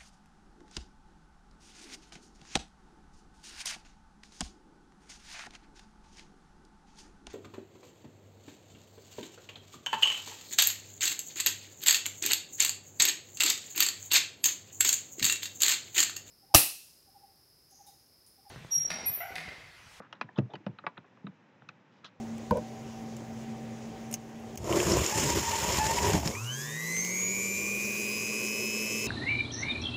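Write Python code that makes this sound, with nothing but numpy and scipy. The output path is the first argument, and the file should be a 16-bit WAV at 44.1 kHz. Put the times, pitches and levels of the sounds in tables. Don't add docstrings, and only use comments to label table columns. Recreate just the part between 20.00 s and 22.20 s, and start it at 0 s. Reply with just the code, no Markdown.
import sys
import numpy as np
from scipy import signal
from scipy.fft import rfft, irfft
from scipy.io import wavfile

SR = 44100
rng = np.random.default_rng(int(sys.argv[2]) if len(sys.argv) > 2 else 0)


def transcribe(signal):
    frames = np.atleast_2d(signal).T
    limited = np.clip(frames, -1, 1)
    pcm = np.round(limited * 32767).astype(np.int16)
    wavfile.write(sys.argv[1], SR, pcm)


N = 97020
BLOW_S = np.arange(SR // 4) / SR

# start in seconds [s], ring t60 [s], attack time constant [s], the stone's two
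# own notes [Hz], top edge [Hz], then the level in each knock band before the top edge is cut [dB].
STONE_KNOCKS = [(0.0005, 0.038, 0.00019, 478, 1240, 2360, -51, -54.5, -55.5, -65, -89),
                (0.126, 0.045, .0004, 3010, 5530, 7000, -61.5, -53.5, -51, -50.5, -65),
                (0.2111, 0.049, 0.00042, 1005, 2560, 6030, -48.5, -41.5, -38, -41.5, -54),
                (0.288, 0.027, 0.0013, 767, 1780, 2600, -63, -57, -55.5, -73, -65),
                (0.376, 0.068, 0.0023, 3450, 5050, 7320, -42, -51, -59, -60, -64.5),
                (0.3836, 0.026, 0.0055, 2676, 6400, 7300, -33, -47, -48.5, -47.5, -64.5),
                (0.5345, 0.04, 0.0018, 817, 3150, 7200, -44.5, -44, -62, -56.5, -71),
                (0.553, 0.036, 0.0011, 2680, 4760, 7060, -61.5, -59, -53.5, -54.5, -67.5),
                (0.6637, 0.055, 0.00033, 550, 2875, 5330, -43.5, -47, -50.5, -54.5, -63.5),
                (0.7857, 0.045, 0.00033, 1237, 3930, 4320, -65.5, -59.5, -50.5, -57, -67.5),
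                (0.837, 0.042, 0.006, 588, 1184, 2395, -51.5, -57, -53, -80, -67),
                (0.8649, 0.05, 0.000097, 1230, 2336, 4740, -48, -38.5, -37.5, -44, -55.5),
                (0.970, 0.065, 0.00081, 1337, 1450, 2700, -63, -65, -53.5, -69, -56),
                (0.975, 0.028, 0.0015, 1360, 3846, 3900, -65, -53.5, -60.5, -53, -78),
                (1.04, 0.12, 0.0018, 727, 1124, 2960, -68, -67, -67, -77, -82),
                (1.171, 0.02, .0006, 800, 1200, 3100, -68, -74.5, -68.5, -76, -76),
                (1.267, 0.033, 0.00033, 1230, 3880, 4170, -61.5, -59.5, -51.5, -56, -79),
                (1.62, 0.015, 0.0003, 860, 1560, 3300, -71, -64.5, -62.5, -71.5, -90),
                (1.688, 0.041, 0.00081, 1200, 2480, 7800, -66.5, -63, -50.5, -50.5, -64.5),
                (2.044, 0.033, 0.00026, 1210, 3380, 7500, -63, -62, -61, -55.5, -65.5)]
KNOCK_BAND_EDGES_HZ = [250, 620, 1100, 2100, 4300, 7500]
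# frequency [Hz], level [dB], share of the knock's t60 [ratio].
STONE_RING_MODES = [(329.4, -1, 0.99), (427, -5.5, 1.2), (558, -6, 1.38), (733, -6.5, 1.82),
                    (882.3, 7, 1.03), (1005, -7, 2.3), (1198, -21, 3.3), (1293, 11.5, 0.4),
                    (1456, 8.5, 0.7), (1679, 4, 0.74), (1938, -5.5, 0.5), (2348, -11, .7),
                    (2560, 4.5, 0.66), (3550, 1.5, 0.2), (3872, 0, 0.54), (5710, -2.5, 0.17)]
# start [s], level [dB], pitch [Hz], t60 [s],
# ground rumble relative to the sole [dB].
SOLE_THUDS = [(0.001, -43, 194, 0.05, -6), (0.215, -38.5, 234.4, 0.067, -15),
              (0.242, -37.5, 132, 0.062, -10), (0.3837, -14, 205.2, 0.071, -10),
              (0.3893, -17.5, 139, 0.07, -22), (0.418, -26, 122, 0.12, -19.5),
              (0.452, -36.5, 193, 0.071, -7), (0.535, -41, 141, 0.11, -16), (0.558, -41, 195, 0.077, -4.5),
              (0.604, -49.5, 316, 0.11, -12), (0.665, -24, 194.7, 0.081, -14.5),
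              (0.688, -28.5, 132, 0.059, -9.5), (0.73, -44.5, 198, 0.045, -10.5),
              (0.867, -38.5, 170, 0.088, -13), (0.981, -41, 181, 0.048, -2.5),
              (1.2434, -32, 186, 0.14, -7.5), (1.268, -33, 189.6, 0.12, -12), (1.288, -35, 167, 0.052, -17),
              (1.623, -51, 139, 0.1, -10), (1.686, -47.5, 145, .07, -9)]
# start [s], length [s], level before the stroke shape [dB],
# centre [Hz], half-width [octaves].
GRIT_SCRAPES = [(0.011, 0.085, -53.5, 1240, 0.43), (0.141, .05, -57.5, 1250, 0.48),
                (0.149, 0.032, -69.5, 3750, .15), (0.356, 0.041, -56.5, 3330, 0.11),
                (0.358, 0.074, -50.5, 1020, 0.43), (0.49, 0.088, -52, 565, 0.5),
                (0.498, 0.056, -66.5, 3550, .08), (0.537, 0.012, -56, 4310, 0.046),
                (0.542, 0.027, -53, 3005, 0.035), (1.905, 0.21, -73.5, 3700, 0.46),
                (2.037, 0.064, -52, 1330, 0.39), (2.041, 0.057, -49, 3550, 0.22),
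                (2.043, 0.046, -57.5, 5260, 0.18)]
# frequency [Hz], relative density [dB per Hz].
SEA_SPECTRUM = [(35, -69), (60, -24.5), (92, -2), (218, -0.5), (356, -8), (445, -9.5), (514, -7),
                (670, -13.5), (857, -8.5), (949, -11), (1210, -14), (2190, -14.5), (3300, -25),
                (6230, -33.5), (7960, -37.5), (10300, -82), (17500, -120)]
# centre [Hz], width [Hz], gain at the centre [dB].
COLOUR_DIPS = [(2153, 220, -4), (4475, 690, -5.5)]

PITCH_SPREAD_RATIO, MODE_SPREAD_DB = 0.0098, 2.0
CRACK_DB, CRACK_T60_S = 13.5, 0.018
RATTLE_DB, RATTLE_T60_SHARE, RATTLE_LOWPASS_HZ = 4.5, 1.396, 2040
OWN_NOTE_DB, OWN_T60_SHARE, OWN_SPLIT_RATIO = 7, 0.7, 0.041
LEVEL_WINDOW_S = 0.02
THUD_ATTACK_S, EARTH_LOWPASS_HZ, EARTH_T60_S = 0.0016, 320, 0.087
SCRAPE_RISE_SHARE, SCRAPE_SHAPE_POWER = 0.12, 1.24
GRAINS_PER_S, GRAIN_SPREAD_DB = 3000, 2
ECHO_DB, ECHO_T60_S, ECHO_LOWPASS_HZ, ECHO_BUILD_S = -21, 0.17, 1450, 0.018
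SEA_DB, SEA_FLICKER_RMS_DB, SEA_FLICKER_LOWPASS_HZ = -62, 0.5, 7
BASS_STOP_HZ, BASS_STOP_DB, TREBLE_LOWPASS_HZ, CUTOFF_HZ = 87.5, 31, 7000, 8118


def from_db(db):
    return 10 ** (np.asarray(db) / 20)


def rms_one(x):
    return x / np.sqrt(np.mean(x ** 2) + 1e-20)


def dying(t60_s):
    return np.exp(-np.log(1000) * BLOW_S / t60_s)


def rising(attack_s):
    return 1 - np.exp(-BLOW_S / attack_s)


def blow_noise():
    return rng.standard_normal(len(BLOW_S))


def filtered(x, hz, kind, order=2):
    hz = np.clip(hz, 10, SR / 2 - 10)
    return signal.sosfilt(signal.butter(order, hz, kind, fs=SR, output="sos"), x)


def add(out, start_s, x):
    i = max(int(start_s * SR), 0)
    out[i:i + len(x)] += x[:N - i]


def stone_ring(t60_s, own_notes_hz):
    modes = list(STONE_RING_MODES)
    for note_hz in own_notes_hz:
        for side in (-1, 1):
            modes.append((note_hz * (1 + side * OWN_SPLIT_RATIO), OWN_NOTE_DB, OWN_T60_SHARE))
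    ring = np.zeros(len(BLOW_S))
    for hz, db, t60_share in modes:
        detune, strength = rng.standard_normal(2)
        turns = hz * (1 + PITCH_SPREAD_RATIO * detune) * BLOW_S + rng.random()
        gain = from_db(db + MODE_SPREAD_DB * strength)
        ring += gain * np.sin(2 * np.pi * turns) * dying(t60_s * t60_share)
    return ring


def level_bands(x, levels_db):
    out = np.zeros(len(x))
    edges = zip(KNOCK_BAND_EDGES_HZ, KNOCK_BAND_EDGES_HZ[1:])
    for db, band_hz in zip(levels_db, edges):
        band = filtered(x, band_hz, "band", order=4)
        out += from_db(db) * band / np.sqrt(np.sum(band ** 2) / (LEVEL_WINDOW_S * SR))
    return out


def knocks():
    out = np.zeros(N)
    for start_s, t60_s, attack_s, note_hz, overtone_hz, top_hz, *levels_db in STONE_KNOCKS:
        crack = from_db(CRACK_DB) * blow_noise() * dying(CRACK_T60_S)
        rubble = rms_one(filtered(blow_noise(), RATTLE_LOWPASS_HZ, "low"))
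        rattle = from_db(RATTLE_DB) * rubble * dying(t60_s * RATTLE_T60_SHARE)
        ring = stone_ring(t60_s, (note_hz, overtone_hz))
        knock = level_bands((crack + rattle + ring) * rising(attack_s), levels_db)
        add(out, start_s, filtered(knock, top_hz, "low", order=8))
    return out


def thuds():
    out = np.zeros(N)
    for start_s, db, hz, t60_s, earth_db in SOLE_THUDS:
        sole = np.sin(2 * np.pi * hz * BLOW_S) * dying(t60_s)
        rumble = rms_one(filtered(blow_noise(), EARTH_LOWPASS_HZ, "low", order=3))
        earth = from_db(earth_db) * rumble * dying(EARTH_T60_S)
        add(out, start_s, from_db(db) * (sole + earth) * rising(THUD_ATTACK_S))
    return out


def scrapes():
    out = np.zeros(N)
    count = len(BLOW_S)
    for start_s, length_s, db, hz, octaves in GRIT_SCRAPES:
        sizes_db = GRAIN_SPREAD_DB * np.minimum(rng.exponential(1, count), 4)
        clicks = from_db(sizes_db) * rng.choice([-1, 1], count)
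        grit = clicks * (rng.random(count) < GRAINS_PER_S / SR)
        pebbles = rms_one(filtered(grit, [hz / 2 ** octaves, hz * 2 ** octaves], "band"))
        stroke = np.interp(BLOW_S / length_s, [0, SCRAPE_RISE_SHARE, 1], [0, 1, 0])
        add(out, start_s, from_db(db) * stroke ** SCRAPE_SHAPE_POWER * pebbles)
    return out


def rock_echo(x):
    tail = blow_noise() * dying(ECHO_T60_S) * rising(ECHO_BUILD_S)
    scatter = signal.fftconvolve(x, tail / np.linalg.norm(tail))[:N]
    return from_db(ECHO_DB) * filtered(scatter, ECHO_LOWPASS_HZ, "low")


def sea():
    hz = np.fft.rfftfreq(N, 1 / SR) + 1
    points_hz, points_db = np.array(SEA_SPECTRUM).T
    shape_db = np.interp(np.log(hz), np.log(points_hz), points_db)
    wash = rfft(rng.standard_normal(N)) * from_db(shape_db)
    octave = np.clip(np.log2(hz).astype(int), 6, 12)
    out = np.zeros(N)
    for k in np.unique(octave):
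        flicker = rms_one(filtered(rng.standard_normal(N), SEA_FLICKER_LOWPASS_HZ, "low"))
        out += irfft(wash * (octave == k), N) * from_db(SEA_FLICKER_RMS_DB * flicker)
    return from_db(SEA_DB) * rms_one(out)


def scene():
    feet = knocks() + thuds() + scrapes()
    return (feet + rock_echo(feet) + sea())[None]


def record(dry):
    bass_cut = signal.cheby2(9, BASS_STOP_DB, BASS_STOP_HZ, "high", fs=SR, output="sos")
    x = signal.sosfilt(bass_cut, dry)
    for hz, width_hz, db in COLOUR_DIPS:
        peak_b, peak_a = signal.iirpeak(hz, hz / width_hz, fs=SR)
        x = x + (from_db(db) - 1) * signal.lfilter(peak_b, peak_a, x)
    x = filtered(x, TREBLE_LOWPASS_HZ, "low", order=6)
    top_cut = signal.ellip(10, 0.2, 70, CUTOFF_HZ, fs=SR, output="sos")
    return signal.sosfilt(top_cut, x)


dry = scene()
out = record(dry)
transcribe(out)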